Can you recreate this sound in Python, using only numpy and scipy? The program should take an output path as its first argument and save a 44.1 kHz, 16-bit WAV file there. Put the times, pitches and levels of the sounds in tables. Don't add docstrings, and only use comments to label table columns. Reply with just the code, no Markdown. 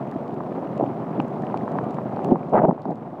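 import sys
import numpy as np
from scipy import signal
from scipy.io import wavfile
from scipy.ndimage import uniform_filter1d, minimum_filter1d

SR = 44100
rng = np.random.default_rng(int(sys.argv[2]) if len(sys.argv) > 2 else 0)


def int16_out(signal):
    q = np.round(np.clip(np.atleast_2d(signal).T, -1, 1) * 32767)
    wavfile.write(sys.argv[1], SR, q.astype(np.int16))


def magnitude_from_level(level_db):
    exponent = np.asarray(level_db, float) / 20
    return 10 ** exponent


N = 141120

# (frequency [Hz], relative density [dB per Hz])
ROAR_COLOUR = [(24, -74), (40, -39.5), (75, -27.5), (101, -9.5), (120, 0.5), (281, -2.5), (326, -5.5),
               (361, -2.5), (463, -7.5), (691, -5.5), (1200, -19), (1580, -31.5), (4390, -53.5),
               (15700, -71.5)]
# (time [s], rms [dB])
ROAR_LEVEL = [(0, -30), (.3, -30.5), (.7, -28.5), (1.101, -28.5), (1.6, -27.5), (2.099, -29), (2.452, -26),
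              (2.8, -27), (3.2, -29)]
PATCH_RMS_DB, FLICKER_RMS_DB = 0.5, 1.5

# (time [s], peak [dB], pitch [Hz], second mode re first [dB])
KNOCKS = [(0.1224, -36.5, 1000, -0.5), (.405, -21, 993, -18), (1.2002, -13, 838, -14),
          (1.435, -32.5, 1000, -4), (1.499, -25, 880, -12), (1.61, -37, 1100, -2.5),
          (1.542, -13.5, 852, -18.5), (1.678, -18, 957, -17.5), (1.754, -16, 760, -19),
          (1.786, -15, 958, -12), (1.985, -18.5, 900, -22), (2.081, -23.5, 720, -19),
          (2.169, -18.5, 800, -14), (2.191, -16.5, 738, -14.5), (2.247, -19, 832, -17.5),
          (2.357, -8.5, 873, -25.5), (2.43, -36, 1300, -4), (2.778, -17.5, 850, -21),
          (2.71, -4.5, 850, -25), (2.854, -10, 772, -16.5), (2.981, -22, 683, -19)]
KNOCK_WIDTH_HZ, OVERTONE_RATIO = 246, 1.74
# (time [s], low mode [dB], middle mode [dB], high mode [dB])
TICKS = [(0.074, -46, -63, -56), (0.114, -46, -46, -49), (0.279, -47, -49, -57), (0.343, -60, -52, -53),
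         (0.672, -46, -61, -85), (0.778, -43, -45.5, -48), (0.7923, -45, -59, -71),
         (0.8646, -46, -63.5, -71), (1.201, -25.5, -38.5, -52), (1.217, -57, -71, -50.5),
         (1.2813, -69, -53, -50.5), (1.421, -50, -49, -51), (1.468, -37, -52, -88), (1.4996, -48, -65, -73),
         (1.574, -36, -38.5, -46), (1.718, -65, -47, -49.5), (1.7864, -40, -47, -89),
         (1.8406, -48, -59, -52), (1.908, -49, -46, -47), (1.9445, -45, -47, -48.5),
         (2.1628, -47, -46, -75), (2.2458, -36, -38, -38.5), (2.496, -59, -50, -50),
         (2.5816, -61, -72.5, -66), (2.654, -42, -60, -46.5), (2.8194, -59, -38, -47),
         (2.8315, -58, -46, -66), (2.8536, -70, -42.5, -76), (2.9088, -78, -42.5, -46),
         (2.957, -59, -44.5, -48)]
# (frequency [Hz], width [Hz])
TICK_MODES = [(2600, 560), (4200, 1200), (6800, 1700)]
REBOUND_MEAN_S, REBOUND_GAIN = .0012, 0.31
# (time [s], peak [dB])
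SNAPS = [(0.1126, -53), (1.28, -58), (2.2458, -42)]
SNAP_HZ, SNAP_WIDTH_HZ = 12000, 3800
SPRAY_PER_S, SPRAY_LEAST_DB_AT_3KHZ, SPRAY_SPREAD_DB = 320, -57, 3.5
SPRAY_LOW_HZ, SPRAY_HIGH_HZ = 1205, 9050

# (time [s], low buffeting [dB], upper buffeting [dB])
GUSTS = [
    [(.788, -26.5, -29.5), (.81, -27, -26.5), (.832, -28.5, -27.5), (.85, -36, -29)],
    [(1.165, -27, -51), (1.185, -21, -35.5), (1.2, -24.5, -49), (1.21, -32, -43.5)],
    [(2.225, -27.5, -29), (2.245, -27.5, -39), (2.305, -21, -30), (2.318, -13, -16), (2.34, -19, -24),
     (2.365, -16.5, -34.5), (2.375, -55.5, -38.5)],
    [(2.512, -24, -38.5), (2.534, -16.5, -9), (2.58, -12.5, -10), (2.625, -18, -17.5), (2.648, -8, -6),
     (2.667, -14.5, -23.5), (2.695, -6.5, -7), (2.706, -23, -25), (2.727, -12, -20), (2.74, -38.5, -45.5)],
    [(2.85, -32, -32.5), (2.868, -16.5, -27.5), (2.9, -19, -22), (2.925, -25, -21.5), (2.945, -27, -37.5)],
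]
# (frequency [Hz], relative density [dB per Hz])
LOW_WIND_COLOUR = [(25, -24.5), (80, -27), (150, 1), (250, -2), (400, -4), (600, -22.5), (1500, -64.5),
                   (5000, -93)]
UPPER_WIND_COLOUR = [(200, -56), (350, -5.5), (550, 8), (800, 7), (1100, -13), (1800, -38.5), (3000, -52),
                     (9000, -79)]
EDDIES_PER_S, EDDY_SPREAD_DB = 2400, 2
# (time [s], peak [dB], pitch [Hz])
SLAPS = [(.157, -16.5, 277), (.8275, -17, 666), (2.3176, 1, 254.6), (2.576, -8.5, 765), (.7975, -11, 560),
         (.8095, -9, 620), (.826, -11.5, 300), (.8385, -13, 600), (1.557, -17.5, 240), (2.5365, -0.5, 700),
         (2.544, -4, 650), (2.554, -0.5, 720), (2.597, -1, 620), (2.619, -5, 720), (2.651, 6.5, 700)]
SLAP_WIDTH_RATIO = 0.43
CRACK_RATIO, CRACK_DB = 2.3, -27
# (time [s], rms [dB])
CRACKLE_LEVEL = [(2.528, -63.5), (2.55, -31), (2.59, -22.5), (2.61, -45.5), (2.65, -34), (2.67, -69.5)]
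# (frequency [Hz], relative density [dB per Hz])
CRACKLE_COLOUR = [(700, -18.5), (1200, 11), (2000, -6.5), (3000, -26), (5000, -48.5), (12000, -79)]

# (time [s], firing rate [1/s])
ENGINE_SPEED = [(0, 23.9), (.8, 23.8), (1.0, 25.2), (1.3, 24.85), (1.67, 25.7), (2.15, 26.2), (2.42, 24.7),
                (2.68, 26.4), (3.2, 27.7)]
FIRING_S, UNEVEN_RMS_DB, JITTER_RMS_S = 1.903, 3, .001
# (frequency [Hz], width [Hz], relative level [dB])
PIPE_MODES = [(152, 68, 2.5), (228.3, 95, 4), (320, 360, -13.5), (720, 93, -4.5)]
# (time [s], rms [dB])
EXHAUST_LEVEL = [(0, -38), (.8, -36), (1.2, -35), (1.9, -32.5), (2.6, -32), (3.2, -34)]

HISS_DB, HISS_LOW_HZ, LOW_CUT_HZ = -75.5, 12200, 130.6
KNEE_DB, SQUEEZE_DB_PER_DB = -14.5, 0.69
RECOVER_DB_PER_S, ATTACK_S = 7, 0.011
BEND, CEILING = .12, .69


def evened(x):
    return x / np.sqrt(np.mean(x ** 2) + 1e-20)


def read(points, hz):
    f, value = np.transpose(points)
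    return np.interp(np.log(hz + 1), np.log(f + 1), value)


def level(points):
    return magnitude_from_level(np.interp(np.arange(N) / SR, *np.transpose(points)))


def add(mix, s, sound):
    part = mix[round(s * SR):][:len(sound)]
    part += sound[:len(part)]


def coloured(x, points):
    hz = np.abs(np.fft.fftfreq(8192, 1 / SR))
    log_gain = np.log(magnitude_from_level(read(points, hz)))
    taps = np.fft.ifft(np.exp(np.conj(signal.hilbert(log_gain)))).real
    starts_early = np.abs(taps[:64]).sum() > np.abs(taps[-64:]).sum()
    if not starts_early:
        taps = np.roll(taps[::-1], 1)
    return evened(signal.oaconvolve(x, taps[:4096])[:N])


def ring(hz, width_hz):
    t = np.arange(2048) / SR
    shape = t ** 2 * np.exp(-2 * np.pi * width_hz * t)
    return shape / shape.max() * np.sin(2 * np.pi * min(hz, SR / 2.5) * t)


def roar():
    frames, hz = N // 128 + 5, np.fft.rfftfreq(512, 1 / SR)
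    real, imag, patches = rng.standard_normal((frames, 257, 3)).T
    patches = uniform_filter1d(patches, size=5, axis=0)
    patches = evened(uniform_filter1d(patches, size=10, axis=1))
    flicker = evened(uniform_filter1d(rng.standard_normal(frames), size=3))
    below_5khz = (hz < 5000)[:, None]
    gain = magnitude_from_level(PATCH_RMS_DB * patches + FLICKER_RMS_DB * flicker * below_5khz)
    noise = signal.istft((real + 1j * imag) * gain, nperseg=512, noverlap=384)[1][:N]
    return coloured(noise, ROAR_COLOUR) * level(ROAR_LEVEL)


def spray():
    out = np.zeros(N)
    size_db = SPRAY_LEAST_DB_AT_3KHZ + SPRAY_SPREAD_DB * np.minimum(rng.exponential(1, N), 2)
    size = magnitude_from_level(size_db) * (rng.random(N) < SPRAY_PER_S / SR)
    kind = rng.integers(0, 8, N)
    for k, hz in enumerate(np.geomspace(SPRAY_LOW_HZ, SPRAY_HIGH_HZ, num=8)):
        drop = ring(hz, 0.36 * hz) * (3000 / hz) ** 1.98
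        out += signal.oaconvolve(size * (kind == k), drop)[:N]
    return out


def drops():
    out = spray()
    for s, db, hz, second_db in KNOCKS:
        first = ring(hz, KNOCK_WIDTH_HZ)
        second = magnitude_from_level(second_db) * ring(OVERTONE_RATIO * hz, KNOCK_WIDTH_HZ)
        add(out, s, magnitude_from_level(db) * (first + second))
    for s, *levels_db in TICKS:
        tick = sum(magnitude_from_level(db) * ring(*mode) for db, mode in zip(levels_db, TICK_MODES))
        add(out, s, tick)
        add(out, s + REBOUND_MEAN_S * (.5 + rng.random()), REBOUND_GAIN * tick)
    for s, db in SNAPS:
        add(out, s, magnitude_from_level(db) * ring(SNAP_HZ, SNAP_WIDTH_HZ))
    return out


def eddies():
    size = magnitude_from_level(EDDY_SPREAD_DB * np.minimum(rng.exponential(1, N), 4))
    return size * rng.choice([-1, 1], N) * (rng.random(N) < EDDIES_PER_S / SR)


def slap(hz):
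    crack_hz = CRACK_RATIO * hz
    crack = magnitude_from_level(CRACK_DB) * ring(crack_hz, SLAP_WIDTH_RATIO * crack_hz)
    return -(ring(hz, SLAP_WIDTH_RATIO * hz) + crack)


def wind():
    t, out = np.arange(N) / SR, np.zeros(N)
    for column, colour in enumerate((LOW_WIND_COLOUR, UPPER_WIND_COLOUR), start=1):
        buffeting = coloured(eddies(), colour)
        for gust in map(np.array, GUSTS):
            fade = np.clip(np.minimum(t - gust[0, 0], gust[-1, 0] - t) / 0.011, 0, 1)
            out += buffeting * fade * magnitude_from_level(np.interp(t, gust[:, 0], gust[:, column]))
    for s, db, hz in SLAPS:
        add(out, s, magnitude_from_level(db) * slap(hz))
    s, db = np.transpose(CRACKLE_LEVEL)
    return out + coloured(eddies(), CRACKLE_COLOUR) * magnitude_from_level(np.interp(t, s, db, -99, -99))


def engine():
    s, rate = np.transpose(ENGINE_SPEED)
    t = np.arange(N) / SR
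    firings = np.cumsum(np.interp(t, s, rate)) / SR
    at = np.flatnonzero(np.diff(np.floor(firings - np.interp(FIRING_S, t, firings))))
    late, strength = rng.standard_normal((120, 2))[:len(at)].T
    at = np.clip(at + JITTER_RMS_S * SR * late, 0, N - 1).astype(int)
    thumps = np.zeros(N)
    thumps[at] = magnitude_from_level(UNEVEN_RMS_DB * strength)
    pipe = sum(magnitude_from_level(db) * ring(hz, width_hz) for hz, width_hz, db in PIPE_MODES)
    return evened(signal.oaconvolve(thumps, pipe)[:N]) * level(EXHAUST_LEVEL)


def scene():
    return (roar() + drops() + wind() + engine())[None]


def top_cut(x):
    return signal.sosfilt(signal.butter(12, 15850, fs=SR, output="sos"), x)


def record(dry):
    hiss_cut = signal.butter(2, HISS_LOW_HZ, "high", fs=SR, output="sos")
    hiss = magnitude_from_level(HISS_DB) * signal.sosfilt(hiss_cut, rng.standard_normal(N))
    bass_cut = signal.butter(3, LOW_CUT_HZ, "high", fs=SR, output="sos")
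    mic = signal.sosfilt(bass_cut, dry) + hiss

    power_db = 10 * np.log10(abs(uniform_filter1d(mic[0] ** 2, size=440)) + 1e-12)
    fall_db = np.arange(N) * RECOVER_DB_PER_S / SR
    wanted_db = SQUEEZE_DB_PER_DB * np.maximum(power_db - KNEE_DB, 0)
    held_db = np.maximum.accumulate(wanted_db + fall_db) - fall_db
    pace = 1 / (ATTACK_S * SR)
    cut_db = signal.lfilter([pace], [1, pace - 1], np.maximum(held_db, 0))
    ducked = mic / magnitude_from_level(cut_db)

    bent = ducked + BEND * (ducked ** 2 - np.mean(ducked ** 2))
    peak_gain = np.minimum(CEILING / (np.abs(bent) + 1e-9), 1)
    limiter_gain = uniform_filter1d(minimum_filter1d(peak_gain, size=201), size=201)
    return top_cut(bent * limiter_gain)


dry = scene()
out = record(dry)
int16_out(out)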